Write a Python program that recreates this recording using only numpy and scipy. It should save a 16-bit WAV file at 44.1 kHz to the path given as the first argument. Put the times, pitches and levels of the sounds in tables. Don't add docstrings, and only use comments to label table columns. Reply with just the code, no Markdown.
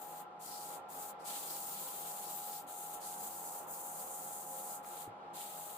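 import sys
import numpy as np
from scipy import signal
from scipy.fft import rfft, irfft
from scipy.io import wavfile

SR = 44100
rng = np.random.default_rng(int(sys.argv[2]) if len(sys.argv) > 2 else 0)


def inscribe(sig):
    pcm = np.round(np.clip(np.atleast_2d(sig).T, -1, 1) * 32767)
    wavfile.write(sys.argv[1], SR, pcm.astype(np.int16))


N = 254456
TIME, FREQS = np.arange(N) / SR, np.fft.rfftfreq(N, 1 / SR)

# touch, lift and release in seconds, hiss level in dB, change until the
# lift in dB, rasp, ring and sheen over the hiss in dB, extra rasp at the touch in dB, left minus right in dB.
STROKES = [(-0.09, 0.202, 0.027, -63.5, 7, -8.5, -14, 3, -7, 5.5),
           (0.389, 0.738, 0.042, -51.5, 0.3, -13, -16.5, -2, -1.5, 5.5),
           (0.88, 1.104, 0.015, -52.5, 1, -15.5, -16.5, 2.5, 2.5, 4.5),
           (1.186, 1.237, 0.072, -59, -8, -16, -9, -4, 5, 6),
           (1.238, 2.568, 0.05, -46.5, -2.9, -12.5, -15, 3, 7, 4),
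           (2.66, 2.938, 0.053, -51, 1.5, -14.5, -23, 1, 2.5, 5),
           (2.996, 3.557, 0.082, -47.5, -2.5, -19, -18, 1.8, 8, 3.5),
           (3.664, 4.736, 0.047, -49, 1.5, -20, -21, -1, -9, 3.5),
           (4.821, 5.013, 0.046, -56, 4.5, -8.5, -16, 1, -1, 4),
           (5.328, 5.848, .03, -49.5, -6, -12, -20, 3, 8, 4)]
ATTACK_S = 0.016
FRESH_RASP_S, FRESH_DULLING = 0.15, 0.73
# frequency in Hz, relative level in dB.
RASP_COLOUR = [(700, -24), (1600, -9), (2400, -6), (3100, -1), (3800, .3), (4400, -2), (5200, -10),
               (7500, -35)]
RING_COLOUR = [(3600, -13), (4300, -1.5), (4900, 0), (5500, -1.5), (6000, -6), (7000, -25)]
HISS_COLOUR = [(5100, -35), (5800, -13), (6400, -5), (7100, -.3), (8500, 0), (10000, -1.7), (11300, -3.7),
               (12500, -4), (15000, -30)]
SHEEN_COLOUR = [(8500, -14), (11500, -11), (13000, -3.5), (14000, -1), (14700, .5), (15500, -2)]
# frequency in Hz, left minus right in dB.
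PORT_TILT = [(2000, -2.5), (5800, -4), (7100, -1.5), (8700, -5), (11000, -3.5), (12800, -1), (14500, 2)]
DRIFT_DB, DRIFT_HZ = .8, 9
ROCK_DB, ROCK_HZ = 1.3, 12
FLUTTER_DB, FLUTTER_HZ = .75, 32
# time in seconds, level change in dB.
CATCHES = [(.025, 4.5), (1.018, 3.5), (1.36, 0.5), (1.85, -0.5), (1.99, 0.5), (2.16, -2), (3.16, -4),
           (3.23, 3), (3.91, 0), (4.37, -0.5), (4.46, -4.5), (5.415, 1.5), (5.58, -0.5)]
CATCH_S = 0.03
# time in seconds, width in seconds, level change in dB.
RING_SWELLS = [(.54, 0.12, 12.5), (1.52, 0.057, 4.5), (2.28, 0.05, 4), (2.55, 0.036, 7), (3.24, .05, -3),
               (3.54, 0.037, 3), (3.75, .04, 12), (3.98, 0.037, 7), (4.22, 0.048, 5), (4.7, .04, 5)]

TAP_S, TAP_DB, TAP_T60_S = 4.845, -46.5, .022
# frequency in Hz, relative level in dB.
TAP_COLOUR = [(300, -5), (700, -1), (1300, 0), (1900, -11), (5000, -20)]
BUMP_S = 5.075
# frequency in Hz, peak level in dB before push and decay, t60 in seconds.
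BUMP_MODES = [(111, -49, 0.15), (126, -66, 0.067), (300, -55, 0.074), (364, -30.5, 0.016)]

# frequency in Hz, level in dB, restless share from 0 to 1, lead of the left port in radians.
WHINE = [(530, -71, .08, -.9), (736.5, -58.7, .003, -.6), (826.4, -52.6, .002, .1), (917, -62.5, .2, -1.3),
         (798.5, -68.5, .3, 0), (1008, -68.3, .4, -1), (1189, -68.3, .4, -2.2), (1281, -73, .4, -.3),
         (1366, -69, .25, 1.6)]
# time in seconds, strongest partial in Hz.
SPINDLE = [(.6, 827.3), (1.1, 826.7), (1.5, 824.4), (1.85, 823), (2.1, 825.6), (3.8, 825.9), (4.4, 826.5),
           (5.3, 826.4), (5.7, 825.3)]
# time in seconds, level in dB.
STRONGEST_LEVEL = [(0, -53), (.22, -52.5), (.3, -56.5), (.47, -56), (.56, -52.5), (.75, -52.5), (.85, -56),
                   (1.0, -52), (1.2, -55.5), (1.35, -52), (1.44, -57.5), (1.67, -55), (1.85, -61),
                   (2.02, -54), (2.55, -51.7), (2.7, -54.5), (2.95, -51.5), (3.3, -54.5), (4.05, -56),
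                   (4.7, -52), (5.2, -55), (5.4, -53.5), (5.77, -55.5)]
SECOND_LEVEL = [(0, -58.5), (1.25, -58.5), (1.45, -65), (1.6, -61), (1.85, -66), (2.02, -58.5), (3.1, -57),
                (3.7, -60.5), (4.0, -57.5), (4.6, -57), (5.77, -60.5)]
# time in seconds, level change in dB.
ABOVE_SWELL = [(.2, -6), (.4, 3), (.7, -4), (1.8, 1), (2.5, -5), (3.0, -2), (3.25, 3.5), (3.8, 4),
               (4.2, -2), (5.77, 1)]
# time in seconds, level change in dB.
LOWEST_SWELL = [(3.0, -7), (3.7, 3), (4.05, 8.5), (4.6, 9.5), (5.0, 5), (5.2, -7)]
# time in seconds, 1 if the second partial breaks too.
BREAKS = [(.25, 1), (.31, 0), (.47, 0), (.81, 0), (.87, 0), (.92, 1), (1.21, 1), (1.41, 1), (1.84, 1),
          (2.625, 1), (2.67, 0), (3.03, 0), (3.67, 1), (4.06, 0), (4.23, 0), (4.44, 0), (4.84, 1),
          (5.125, 1), (5.195, 1), (5.26, 1), (5.345, 1), (5.51, 0)]
BREAK_DB, BREAK_S, BREAK_SLIP_RAD = -11, .012, 1.1

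THROB_HZ, THROB_DB, TWIN_DB, BEAT_HZ, BEAT_PEAK_S = 160.9, -73.3, -3, 3.68, .16
# frequency in Hz, level in dB, restless share from 0 to 1.
HUM = (204.5, -75.8, .7)

# frequency in Hz, level in dB per Hz.
RUMBLE = [(25, -120), (60, -109), (95, -97), (135, -100), (240, -99), (400, -89), (750, -85.5), (900, -85),
          (1150, -86), (1550, -94.5), (2200, -100.5), (3400, -104), (6000, -119), (8000, -121),
          (12000, -130)]
# frequency in Hz, width in Hz, power added relative to the rumble in dB.
FRAME_RESONANCES = [(197.8, 29, 13.5), (270, 17.7, 11.5), (353, 40, 6.5), (461.8, 22, 7.5), (528, 42, 5),
                    (615, 9.5, 11), (694, 56, 1), (787, 150, 2), (1015, 26, 5.5), (1287, 38, 3),
                    (1351, 40, 9.5), (1552, 21, 5.5)]
# frequency in Hz, correlation.
LIKENESS = [(150, 0.93), (300, 0.9), (650, 0.45), (1000, 0.026), (1450, -0.23), (2500, 0.19), (6000, -0.54)]
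ROOM_T60_S, ROOM_DB = .12, -15
TOP_HZ = 15480


def sandpaper():
    rasp = band(grit(per_second=9000, spread_db=2), RASP_COLOUR)
    ring = band(grit(per_second=9000, spread_db=2), RING_COLOUR)
    hiss = band(grit(per_second=36000, spread_db=4.0), HISS_COLOUR)
    sheen = band(grit(per_second=54000, spread_db=5.5), SHEEN_COLOUR)
    ring_swell_db = sum(db * bell(s, width_s) for s, width_s, db in RING_SWELLS)
    rasp = rasp * undb(ROCK_DB * walk(ROCK_HZ))
    ring = ring * undb(ROCK_DB * walk(ROCK_HZ) + ring_swell_db)
    hiss = hiss * undb(DRIFT_DB * walk(DRIFT_HZ))
    sheen = sheen * undb(DRIFT_DB * walk(DRIFT_HZ))

    sides = np.array([[1], [-1]]) / 2
    sound = 0
    for touch_s, lift_s, release_s, db, change_db, rasp_db, ring_db, sheen_db, fresh_db, pan_db in STROKES:
        bite_db = fresh_db * np.exp(-np.maximum(TIME - touch_s, 0) / FRESH_RASP_S)
        coarse = (rasp * undb(rasp_db) + ring * undb(ring_db)) * undb(bite_db)
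        fine = hiss + sheen * undb(sheen_db - FRESH_DULLING * bite_db)
        pressure = contact(touch_s, lift_s, release_s, change_db)
        sound = sound + (coarse + fine) * pressure * undb(db + sides * pan_db)

    flutter_db = FLUTTER_DB * walk(FLUTTER_HZ)
    catch_db = sum(db * bell(s, CATCH_S) for s, db in CATCHES)
    return shape(sound * undb(flutter_db + catch_db), undb(sides * over_freqs(PORT_TILT)))


def grit(per_second, spread_db):
    strikes = rng.random((2, N)) < per_second / SR
    sizes = undb(spread_db * rng.standard_normal((2, N)))
    return strikes * rng.standard_normal((2, N)) * sizes


def contact(touch_s, lift_s, release_s, change_db):
    age = np.maximum(TIME - touch_s, 0)
    attack = (1 - np.exp(-age / ATTACK_S)) ** 2
    hold = undb(change_db * np.minimum(age / (lift_s - touch_s), 1))
    release = np.where(TIME < lift_s, 1, bell(lift_s, release_s))
    return attack * hold * release


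def tap():
    age = TIME - TAP_S
    decay = undb(TAP_DB - 60 * np.abs(age) / TAP_T60_S)
    return band(rng.standard_normal(N), TAP_COLOUR) * (age > 0) * decay


def bump(push_s=0.0037):
    age = np.maximum(TIME - BUMP_S, 0)
    modes = sum(undb(db - 60 * age / t60_s) * np.sin(2 * np.pi * hz * age) for hz, db, t60_s in BUMP_MODES)
    push = np.sin(np.pi / 2 * np.minimum(age / push_s, 1)) ** 2
    return modes * push


def bearing():
    strongest_hz = curve(SPINDLE)
    turns = np.cumsum(strongest_hz) / SR / np.median(strongest_hz)
    strongest_db, second_db = curve(STRONGEST_LEVEL), curve(SECOND_LEVEL)
    lowest, second, strongest, above, *rest = WHINE
    all_breaks = [s for s, _ in BREAKS]
    wide_breaks = [s for s, wide in BREAKS if wide]
    whine = broken(turns, all_breaks, strongest) * undb(strongest_db - np.median(strongest_db))
    whine = whine + broken(turns, wide_breaks, second) * undb(second_db - np.median(second_db))
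    whine = whine + partial(turns, *above) * undb(curve(ABOVE_SWELL))
    whine = whine + partial(turns, *lowest) * undb(curve(LOWEST_SWELL))
    return whine + sum(partial(turns, *row) for row in rest)


def broken(turns, times, row):
    dips_db = BREAK_DB * sum(bell(s, BREAK_S) for s in times)
    slips = 0
    for s in times:
        step = (1 + np.tanh((TIME - s) / BREAK_S * 2)) / 2
        slips = slips + rng.standard_normal() * BREAK_SLIP_RAD * step
    return partial(turns + slips / (2 * np.pi * row[0]), *row) * undb(dips_db)


def partial(turns, hz, db, restless, lead=0, waver_hz=5):
    share = np.clip(restless, 0, 1)
    ring = unit(walk(waver_hz) + 1j * walk(waver_hz))
    phase = 2 * np.pi * (hz * turns + rng.random()) + np.array([[lead], [-lead]]) / 2
    waver = np.sqrt(1 - share) + np.sqrt(share) * ring
    return undb(db) * np.sqrt(2) * np.real(waver * np.exp(1j * phase))


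def drive():
    phase = 2 * np.pi * (THROB_HZ * TIME + rng.random())
    beat = 2 * np.pi * BEAT_HZ * (TIME - BEAT_PEAK_S)
    throb = undb(THROB_DB) * np.sqrt(2) * (np.cos(phase) + undb(TWIN_DB) * np.cos(phase + beat))
    return throb * undb(walk(rate_hz=1.4)) + partial(TIME, *HUM)


def frame():
    power = 1
    for hz, width_hz, db in FRAME_RESONANCES:
        power = power + undb(db) ** 2 / (1 + (2 * (FREQS - hz) / width_hz) ** 2) ** 1.42
    gain = undb(over_freqs(RUMBLE)) * np.sqrt(power * SR / 2)
    alike = np.clip(over_freqs(LIKENESS), -.99, .99)
    mid = shape(rng.standard_normal(N), gain * np.sqrt((1 + alike) / 2))
    side = shape(rng.standard_normal(N), gain * np.sqrt((1 - alike) / 2))
    return np.array([mid + side, mid - side]) * undb(1.05 * walk(rate_hz=5.0))


def workshop(x, t60_s, wet_db):
    tail = rng.standard_normal((2, SR // 2)) * np.exp(-np.log(1000) * TIME[:SR // 2] / t60_s)
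    tail /= np.sqrt(np.sum(tail ** 2, axis=1, keepdims=True))
    return x + undb(wet_db) * signal.fftconvolve(x, tail, axes=1)[:, :N]


def undb(db):
    return 10 ** (np.asarray(db) / 20)


def unit(x):
    return x / np.sqrt(np.mean(np.abs(x) ** 2))


def curve(rows):
    s, value = np.transpose(rows)
    return np.interp(TIME, s, value)


def bell(at_s, width_s):
    return np.exp(-((TIME - at_s) / width_s) ** 2)


def walk(rate_hz):
    return unit(shape(rng.standard_normal(N), 1 / (1 + (FREQS / rate_hz) ** 2)))


def over_freqs(points):
    hz, value = np.transpose(points)
    return np.interp(np.log(FREQS + 1), np.log(hz), value)


def shape(x, gain):
    return irfft(rfft(x) * gain, N)


def band(x, points):
    low_skirt = np.minimum(FREQS / points[0][0], 1) ** 2
    high_skirt = np.minimum(points[-1][0] / (FREQS + 1), 1) ** 2
    return unit(shape(x, undb(over_freqs(points)) * low_skirt * high_skirt))


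def scene():
    sanding = workshop(sandpaper() + tap(), ROOM_T60_S, ROOM_DB)
    return sanding + bump() + bearing() + drive() + frame()


def record(dry):
    return signal.sosfilt(signal.ellip(12, .1, 80, TOP_HZ, fs=SR, output="sos"), dry)


dry = scene()
out = record(dry)
inscribe(out)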